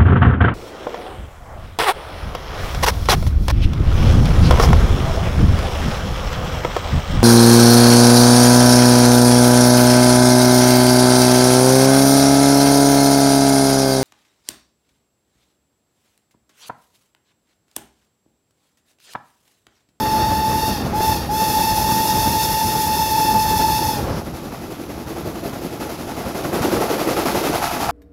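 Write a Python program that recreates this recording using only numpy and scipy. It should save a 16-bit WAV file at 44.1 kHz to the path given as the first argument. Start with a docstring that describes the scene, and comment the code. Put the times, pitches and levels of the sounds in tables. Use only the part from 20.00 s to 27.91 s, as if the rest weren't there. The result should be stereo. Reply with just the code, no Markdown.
"""A steam locomotive whistles three times on a wooded climb, heard leaning out of a carriage.
The whistle is a fluttering note plus jet hiss ringing its bell; trees ahead and behind return
the note Doppler-shifted up and down. Then the exhaust beats, eleven a second, grow loud in the
chimney. Underneath, wheels roll and wind buffets the microphone."""
import sys
import numpy as np
from scipy import signal
from scipy.fft import rfft, irfft, next_fast_len
from scipy.io import wavfile
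from scipy.ndimage import uniform_filter1d

SR = 44100
rng = np.random.default_rng(int(sys.argv[2]) if len(sys.argv) > 2 else 0)


def pcm_store(signal):
    """Save signal as 16-bit PCM."""
    levels = np.round(np.clip(np.atleast_2d(signal), -1, 1) * 32767)
    wavfile.write(sys.argv[1], SR, levels.astype(np.int16).T)


N = 348831
T = np.arange(N) / SR
HZ = np.fft.rfftfreq(next_fast_len(N + 2000, True), 1 / SR)
PORT_LEAD_S = 6.8e-5  # left microphone port leads


def amp(db):
    """Decibels to gain."""
    return 10 ** (np.asarray(db) / 20)


def unit_rms(x):
    """Scale to rms 1."""
    return x / np.sqrt(np.mean(x ** 2) + 1e-20)


def curve(rows, at=T):
    """Table columns interpolated over time."""
    time_s, *columns = np.transpose(rows)
    return np.squeeze([np.interp(at, time_s, column) for column in columns])


def spectrum(rows):
    """Table interpolated over log frequency."""
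    freq_hz, value = np.transpose(rows)
    return np.interp(np.log(HZ + 1), np.log(freq_hz + 1), value)


def filtered(x, gain_db):
    """Apply a gain per frequency bin."""
    return irfft(rfft(x, 2 * (len(HZ) - 1)) * amp(gain_db))[..., :N]


def wander(rate_hz):
    """Low-passed random drift, rms 1."""
    return unit_rms(filtered(rng.standard_normal(N), -10 * np.log10(1 + (HZ / rate_hz) ** 4)))


# left-right likeness: freq_hz, coherence
PORT_COHERENCE = [(40, 0), (120, 0.21), (300, 0.39), (700, 0.41), (2000, 0.15), (5000, 0.074)]

def noise(shape):
    """Partly coherent stereo noise; the channel mean has rms 1."""
    left, other = rng.standard_normal((2, len(HZ))) + 1j * rng.standard_normal((2, len(HZ)))
    coherence = np.clip(spectrum(PORT_COHERENCE), -1, 1)
    right = coherence * left * np.exp(-2j * np.pi * HZ * PORT_LEAD_S)
    right += np.sqrt(1 - coherence ** 2) * other
    x = irfft(np.array([left, right]) * amp(spectrum(shape)))[:, :N]
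    return x / np.std(x.mean(0))


# rolling noise: freq_hz, density_db
ROLL_SPECTRUM = [(30, -24), (100, 1), (220, 4), (330, 4.5), (500, -4), (720, -28), (1200, -31), (2500, -21),
                 (6000, -25.5), (16000, -46)]

def wheels():
    """Wheels roll on the rails, swelling slightly."""
    return noise(ROLL_SPECTRUM) * amp(-42 + 1.2 * wander(rate_hz=3))


# wind strength: time_s, level_db
WIND_LEVEL = [(0, -24), (.3, -27), (.9, -22.5), (1.5, -25.5), (2.05, -22.5), (2.7, -27), (3.3, -27.5),
              (4.12, -22.5), (4.23, -32.5), (4.7, -36.5), (5.2, -33.5), (5.65, -38), (6, -36), (6.3, -36),
              (6.7, -31.5), (7.05, -38.5), (7.9, -30)]
# wind rumble: freq_hz, density_db
RUMBLE_SPECTRUM = [(15, -32), (30, -24), (45, -4.5), (65, 1), (110, -1), (200, -3), (330, -9.5), (550, -13),
                   (900, -18.5), (1400, -22), (2200, -34.5), (6000, -36), (16000, -77)]
# sharp buffets, relative levels: peak_s, rumble_db, flap_db, width_s
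WIND_BUFFETS = [(.005, -14, -30, 0.0087), (0.064, -31, -26, 0.011), (0.188, -15.5, -33, 0.085),
                (0.314, -11.5, -35, 0.025), (0.513, -15.5, -35, 0.042), (0.635, -19, -52, 0.012),
                (0.935, -19, -34, 0.027), (1.008, -33, -23.5, 0.0059), (2.196, -20, -36, .012),
                (2.278, -12.5, -41, 0.027), (2.764, -19, -34, 0.032), (3.202, -21, -28, 0.0086),
                (3.355, -15, -41, 0.037), (3.517, -13.5, -48, 0.025), (3.613, -16, -28, 0.022),
                (4.089, -19, -30, 0.039), (4.173, -16.5, -36, 0.03), (4.288, -21, -44, .012),
                (4.965, -24, -51, 0.034), (5.533, -21, -43, .008), (6.121, -32, -28.5, 0.0038),
                (6.273, -18, -45, 0.019), (6.454, -12.5, -29, 0.0054), (6.617, -13.5, -32, 0.011)]

def wind(lump_db=2.5):
    """Wind rumbles at each microphone port; short buffets flap into the midrange."""
    lumps = np.array([wander(rate_hz=62), wander(rate_hz=20.5)])
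    rumble_gain, flap_gain = amp(curve(WIND_LEVEL) + lump_db * lumps), np.zeros(N)
    for peak_s, rumble_db, flap_db, width_s in WIND_BUFFETS:
        bump = np.exp(-((T - peak_s) / width_s) ** 2)
        rumble_gain = np.hypot(rumble_gain, amp(rumble_db - 6) * bump)
        flap_gain += amp(flap_db + 4) * bump
    # left port is more sheltered
    lee_db = spectrum([(30, 5), (70, 3.5), (150, 1.3), (400, 4.8)]) * np.array([[-.5], [.5]])
    rumble = filtered(noise(RUMBLE_SPECTRUM), lee_db)
    flap = noise([(150, 5), (500, 7.5), (1300, -1), (2200, -7.5), (5000, -30), (12000, -38)])
    return rumble_gain * rumble + flap_gain * flap


# pipe resonances: freq_hz, width_hz, lift_db
CHIMNEY_MODES = [(338, 45, 4.5), (690, 60, 4.5), (850, 60, 5), (1160, 70, 2.5), (1335, 90, 3.5),
                 (2050, 170, 2.5), (2590, 140, 3)]

def chimney(x):
    """The chimney pipe rings after each blast."""
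    for freq_hz, width_hz, lift_db in CHIMNEY_MODES:
        x = x + (amp(lift_db) - 1) * signal.lfilter(*signal.iirpeak(freq_hz, freq_hz / width_hz, SR), x)
    return x


def beat_envelope(starts_s, levels_db, snaps, attack_s, hold_s, linger):
    """Each blast snaps open, holds while the cylinder empties and lingers among the trees."""
    t, power = np.arange(SR // 2) / SR, np.zeros(N)
    linger_s, snap_at_s, snap_decay_s = .072, .01, .0092
    rise = 1 - np.exp(-(t / attack_s) ** 2)
    blast = rise * (np.exp(-(t / hold_s) ** 2) + linger * np.exp(-t / linger_s))
    crack = (t > snap_at_s) * np.exp(-abs(t - snap_at_s) / snap_decay_s)
    for start_s, level_db, snap in zip(starts_s, levels_db, snaps):
        span = power[round(start_s * SR):][:len(t)]
        span += amp(level_db) ** 2 * (blast + snap * crack)[:len(span)]
    return np.sqrt(power)


# exhaust along the climb: time_s, force_db, extra_thud_db, hollow_share
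EXHAUST_SWELL = [(0, -13, -1, 0.11), (4.5, -15, 2.5, 0.05), (4.95, -14.5, -.5, 0.14), (5.1, -13, 2.5, 0.13),
                 (6, -12, 2.5, 0.15), (6.42, -7.5, 0.5, 0.45), (6.6, -4.5, 5, 0.57), (7, -2.5, 0, 1),
                 (7.45, -1, 1, 0.58), (7.55, 0.5, -15, 0.64), (7.7, -2, -5, 0.2), (7.8, -2.1, -5.5, 0.5),
                 (7.9, -1, -6, 0)]
# four beats of a wheel turn: accent_db
TURN_ACCENTS = [-1.06, 0.24, -1.6, 0.74]
# standout beats: near_s, extra_thud_db, extra_bark_db, extra_hiss_db, snap_ratio
STANDOUT_BEATS = [(4.517, -2, .5, 0, 0.7), (4.61, 2.5, 1, 0, .4), (4.7, -1.5, -.5, -1.5, .8),
                  (5.06, 1, 2, 0, .4), (5.155, -.5, .5, .5, 0.5), (5.246, 2.5, -1, -1, 0.4),
                  (5.337, -1, 0, 0, 0.6), (5.426, 5, -.5, .5, .6), (5.52, 1, 1.5, 0, .4),
                  (5.611, 1, .5, .5, 0.2), (5.792, 2, 3, 2.5, 0.2), (5.88, 0, 2, 2.5, 0.3),
                  (6.067, .5, 3.5, 2, 0.1), (6.15, -1.5, 2.5, 0, .2), (6.34, 0, 3, .5, .2),
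                  (6.43, 3.5, 0, 0, .8), (6.522, -.5, 3.5, .5, 0.3), (6.608, 1.5, 2.5, 3, 0.7),
                  (6.704, 1.5, 1, 1.5, 0), (6.794, -.5, 3.5, 2, 0), (6.88, 1, 1, 0, .2),
                  (6.975, 1.5, 2.5, .5, .2), (7.067, 2, -.5, 0, 0.5), (7.158, 2, 3, 2, 0.4),
                  (7.245, 0, 0, 0, 1), (7.339, 1, -2, 1.5, 0.4), (7.43, 1.5, -1, 0, .2),
                  (7.611, -4, -0.5, -0.5, 0.5), (7.884, -12, 5, -3, 0.6)]

def beats(first_s=.00069, gap_s=.0926, quicken_s=2.3e-5, uneven_db=.6):
    """Slowly quickening pulse: start_s, thud_db, bark_db, hiss_db, snap_ratio."""
    k = np.arange(int(N / SR / gap_s) + 2)
    start_s = first_s + k * (gap_s - quicken_s * k / 2)
    force_db, extra_thud_db, _ = curve(EXHAUST_SWELL, start_s)
    force_db += np.resize(TURN_ACCENTS, len(k))
    scatter_db = uneven_db * rng.standard_normal((len(k), 2))
    thud_db = .81 * force_db + extra_thud_db + scatter_db[:, 0]
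    bark_db = 1.14 * force_db + scatter_db[:, 1]
    columns = np.array([thud_db, bark_db, force_db, np.zeros(len(k))])
    for near_s, *extra in STANDOUT_BEATS:
        columns[:, np.argmin(abs(start_s - near_s))] += extra
    return start_s, *columns


# four bands of a blast: freq_hz, density_db
THUD_SPECTRUM = [(40, -19), (120, -3), (220, 0.5), (270, 0.5), (335, 0), (450, -6), (560, -6), (750, -15),
                 (1500, -33)]
ROAR_SPECTRUM = [(60, -24), (200, -7), (265, -6), (320, -3), (430, -3.5), (520, -3.5), (620, -6.5),
                 (800, -26), (1500, -39)]
BARK_SPECTRUM = [(300, -29), (520, -12), (690, 3), (800, 1.5), (1050, -2.5), (1400, -4.5), (2000, -13),
                 (2600, -15), (5000, -71)]
HISS_SPECTRUM = [(1200, 0.5), (2200, -0.5), (3200, -0.9), (5500, -1), (7000, -4.5), (10000, -4.5),
                 (13000, -9.5), (16000, -11)]

def exhaust(churn_db=2.0, crackle_db=1.0):
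    """Four steam blasts per wheel turn leave the chimney.
    For a stretch the thud becomes a hollow roar, thrown back by nearby trees."""
    start_s, thud_db, bark_db, hiss_db, snap = beats()
    hollow_share = np.clip(curve(EXHAUST_SWELL)[2], 0, 1)
    thud = amp(-19.5) * np.sqrt(1 - hollow_share) * noise(THUD_SPECTRUM)
    thud *= beat_envelope(start_s, thud_db, .5 * snap, attack_s=.02, hold_s=.058, linger=.1)
    roar = amp(-20.5) * np.sqrt(hollow_share) * noise(ROAR_SPECTRUM)
    roar *= beat_envelope(start_s, thud_db, .5 * snap, attack_s=.021, hold_s=.08, linger=.2)
    bark = amp(-23.5) * noise(BARK_SPECTRUM)
    bark *= beat_envelope(start_s + .0012, bark_db, 1.6 * snap, attack_s=.02, hold_s=.07, linger=.17)
    hiss = amp(-23.5) * noise(HISS_SPECTRUM)
    hiss *= beat_envelope(start_s + .0021, hiss_db, .6 * snap, attack_s=.024, hold_s=.074, linger=.15)
    # the plume churns and crackles
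    low = (thud + roar) * amp(churn_db * wander(rate_hz=35))
    bark *= amp(churn_db * wander(rate_hz=44))
    hiss *= amp(crackle_db * wander(rate_hz=190))
    return chimney(low + bark + hiss)


# steam wheeze: freq_hz, density_db
WHEEZE_SPECTRUM = [(1000, -8.5), (2500, -4), (4200, -2), (5400, 12), (6500, -5), (9000, 1), (15000, -14)]
# wheeze strength: time_s, level_db
WHEEZE_LEVEL = [(3.85, -90), (3.98, -58), (4.12, -44), (4.195, -40), (4.225, -61), (4.28, -90)]

def steam_wheeze():
    """A last wheeze of steam swells after the whistle, then stops abruptly."""
    return noise(WHEEZE_SPECTRUM) * amp(curve(WHEEZE_LEVEL))


# whistle cord: open_s, shut_s
CORD_PULLS = [(-.2, .676), (.926, 1.093), (1.288, 3.895)]

def valve(rise_s, fall_s, steepness=2.02):
    """Response to the cord, 0-1: attack, hold, release."""
    pulls = []
    for open_s, shut_s in CORD_PULLS:
        attack = 1 - np.exp(-np.maximum(T - open_s, 0) / rise_s)
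        release = np.exp(-(np.maximum(T - shut_s, 0) / fall_s) ** steepness)
        pulls.append(attack * release)
    return np.max(pulls, axis=0)


# fully open whistle, bent by steam pressure: time_s, pitch_hz
PITCH_BEND = [(0, 872), (.15, 870), (.5, 873), (1.05, 876), (1.4, 874), (1.5, 866), (1.65, 879),
              (1.78, 866), (2, 880), (2.12, 870), (2.3, 877), (2.55, 875), (2.92, 867), (3.05, 877),
              (3.18, 869), (3.45, 871), (3.6, 875), (3.88, 866)]

def whistle_pitch_hz(sag_share=.079):
    """Pitch scoops up as steam arrives and sags at cutoff."""
    return curve(PITCH_BEND) * (1 - sag_share * (1 - valve(rise_s=.026, fall_s=.09)))


# steam jet: freq_hz, density_db
JET_SPECTRUM = [(300, -32), (1300, -11.5), (2200, -7), (3050, -10), (4200, -2), (5500, 1.5), (7000, -1.5),
                (9000, 1.5), (12000, -1.5), (16000, -2)]
# bell resonances: harmonic, width_hz, relative_db
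BELL_MODES = [(2, 100, -15), (3, 80, -9.7), (4, 230, -6.2), (5, 130, -11), (6, 160, -5.8), (7, 200, -9.5),
              (8, 300, -13)]
# whistle swell, relative levels: time_s, note_db, hiss_db
WHISTLE_SWELL = [(0, -18.5, -35.5), (.55, -19.5, -33.5), (1.05, -18, -28), (1.6, -19, -27.5),
                 (2.3, -19.5, -27), (2.7, -21, -28), (3.1, -18.5, -28.5), (3.6, -15.5, -29.5),
                 (3.9, -21.5, -29.5)]

def steam_jet(flicker_db=1.0):
    """The jet hisses across the whistle lip and rings the bell at multiples of the pitch."""
    phasor = np.exp(2j * np.pi * np.cumsum(whistle_pitch_hz()) / SR)
    eddies = rng.standard_normal((2, N)) + 1j * rng.standard_normal((2, N))
    bell = np.zeros((2, N))
    for harmonic, width_hz, relative_db in BELL_MODES:
        pole, carrier = np.exp(-np.pi * width_hz / SR), phasor ** round(harmonic)
        mode = signal.lfilter([1], np.poly([pole, pole]), eddies / carrier) * carrier
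        bell += amp(relative_db) * unit_rms(mode.real)
    bell *= valve(rise_s=.07, fall_s=.11)
    jet = amp(3) * noise(JET_SPECTRUM) * valve(rise_s=.074, fall_s=.11, steepness=1.3)
    return (jet + bell) * amp(curve(WHISTLE_SWELL)[1] + flicker_db * wander(rate_hz=9.7))


def tree_echoes(x, ahead_db, speed_m_s=11.8, sway_m=.015, count=40):
    """Passing trees return x late, Doppler-shifted and blurred by swaying leaves; total rms matches x."""
    behind_m, span_m, nearest_m, depth_m = 20, 56, 6, 10
    t, steps_s = T[T < 4.6], np.arange(0, 4.7, .025)
    echoes = np.zeros((2, N))
    for k, (aside, pan_turns) in enumerate(rng.random((count, 2))):
        place = (k / count - speed_m_s * steps_s / span_m) % 1
        ahead_m = place * span_m - behind_m
        glint, sway = rng.standard_normal((2, len(steps_s)))
        range_m = np.hypot(ahead_m, nearest_m + depth_m * aside) + sway_m * sway
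        edge_fade = np.clip(8 * np.minimum(place, 1 - place) - .1, 0, 1)
        level_db = ahead_db * ahead_m / range_m - 30 * np.log10(range_m)
        gain = edge_fade * uniform_filter1d(glint, size=2) * amp(level_db)
        delay_s = np.interp(t, steps_s, 2 * range_m / 343)
        # abs: the whistle is already blowing before time zero
        echo = np.interp(abs(t - delay_s), T, x) * np.interp(t, steps_s, gain)
        pan_rad = 2 * np.pi * pan_turns
        echoes[:, :len(t)] += np.outer([np.cos(pan_rad), np.sin(pan_rad)], echo)
    return unit_rms(echoes) * np.std(x)


# whistle partials, relative levels: harmonic, direct_db, outward_db
WHISTLE_PARTIALS = [(1, 2.9, -2.7), (2, -22, -15.7), (3, -17.5, -18), (4, -22, -15.7), (5, -18.5, -16.3),
                    (6, -11.5, -18.5), (7, -35, -25)]
# direct overtone slope: time_s, tilt_db_per_decade
OVERTONE_TILT = [(0, -3), (1, -18), (1.4, -9), (2.3, -35), (3, -2), (3.55, -5), (4, -6)]
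# echo strength as the wood closes in and opens: time_s, note_db, overtones_db
ECHO_LEVEL = [(0, -.5, 2.5), (.65, -.5, 2.5), (1.2, 1.5, 1.5), (1.6, 3, 1), (2.4, 4, 4), (3.3, .5, -.5),
              (3.6, .5, -1.5), (3.9, 3.5, 1.5), (4.3, -4, -8)]

def whistle(flutter_db=1.3, jitter_share=.0022):
    """Steam blows a fluttering note with weak overtones, heard directly and off the trees."""
    pitch_hz = whistle_pitch_hz() * (1 + jitter_share * wander(rate_hz=28))
    cycles = np.cumsum(pitch_hz) / SR
    port_cycles = np.array([cycles, cycles - pitch_hz * PORT_LEAD_S])
    level_db = curve(WHISTLE_SWELL)[0] + flutter_db * wander(rate_hz=16.6)
    envelope = valve(rise_s=.0075, fall_s=.084) * amp(level_db)
    direct, outward = np.zeros((2, N)), []
    for harmonic, direct_db, outward_db in WHISTLE_PARTIALS:
        partial = envelope * np.sin(2 * np.pi * harmonic * port_cycles)
        direct += amp(direct_db + curve(OVERTONE_TILT) * np.log10(harmonic)) * partial
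        outward.append(amp(outward_db) * partial[0])
    note_gain, overtone_gain = amp(curve(ECHO_LEVEL))
    echoes = note_gain * tree_echoes(outward[0], ahead_db=-.5)
    echoes += overtone_gain * tree_echoes(sum(outward[1:]), ahead_db=9)
    # engine left, trees right
    return direct * amp([[1.3], [-.9]]) + echoes * amp([[-1.4], [1.2]])


# whistle and jet balance: freq_hz, left_minus_right_db
WHISTLE_BALANCE = [(870, -0.5), (3500, 1), (4400, -4.5), (5300, -9), (6200, -4), (7200, 0.5), (9000, 2.5),
                   (15000, 2.5)]

def scene():
    """Whistle and jet come round the side of the boiler; the rest surrounds the listener."""
    side_db = spectrum(WHISTLE_BALANCE) * np.array([[.5], [-.5]])
    return filtered(whistle() + steam_jet(), side_db) + steam_wheeze() + exhaust() + wind() + wheels()


# microphone ports: freq_hz, gain_db
PORT_RESPONSE = [(20, -2), (6000, -1), (7200, -1.5), (8300, -8), (9300, -5), (10500, 1), (13000, 2.7),
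                 (14500, -1.5), (15500, -5.5)]

def record(dry):
    """Microphone port colour, then the band limit."""
    cutoff_hz = 15780
    lowpass = signal.firwin(701, cutoff_hz, window=("kaiser", 9), fs=SR)
    return signal.oaconvolve(filtered(dry, spectrum(PORT_RESPONSE)), lowpass[None], "same", axes=1)


dry = scene()
out = record(dry)
pcm_store(out)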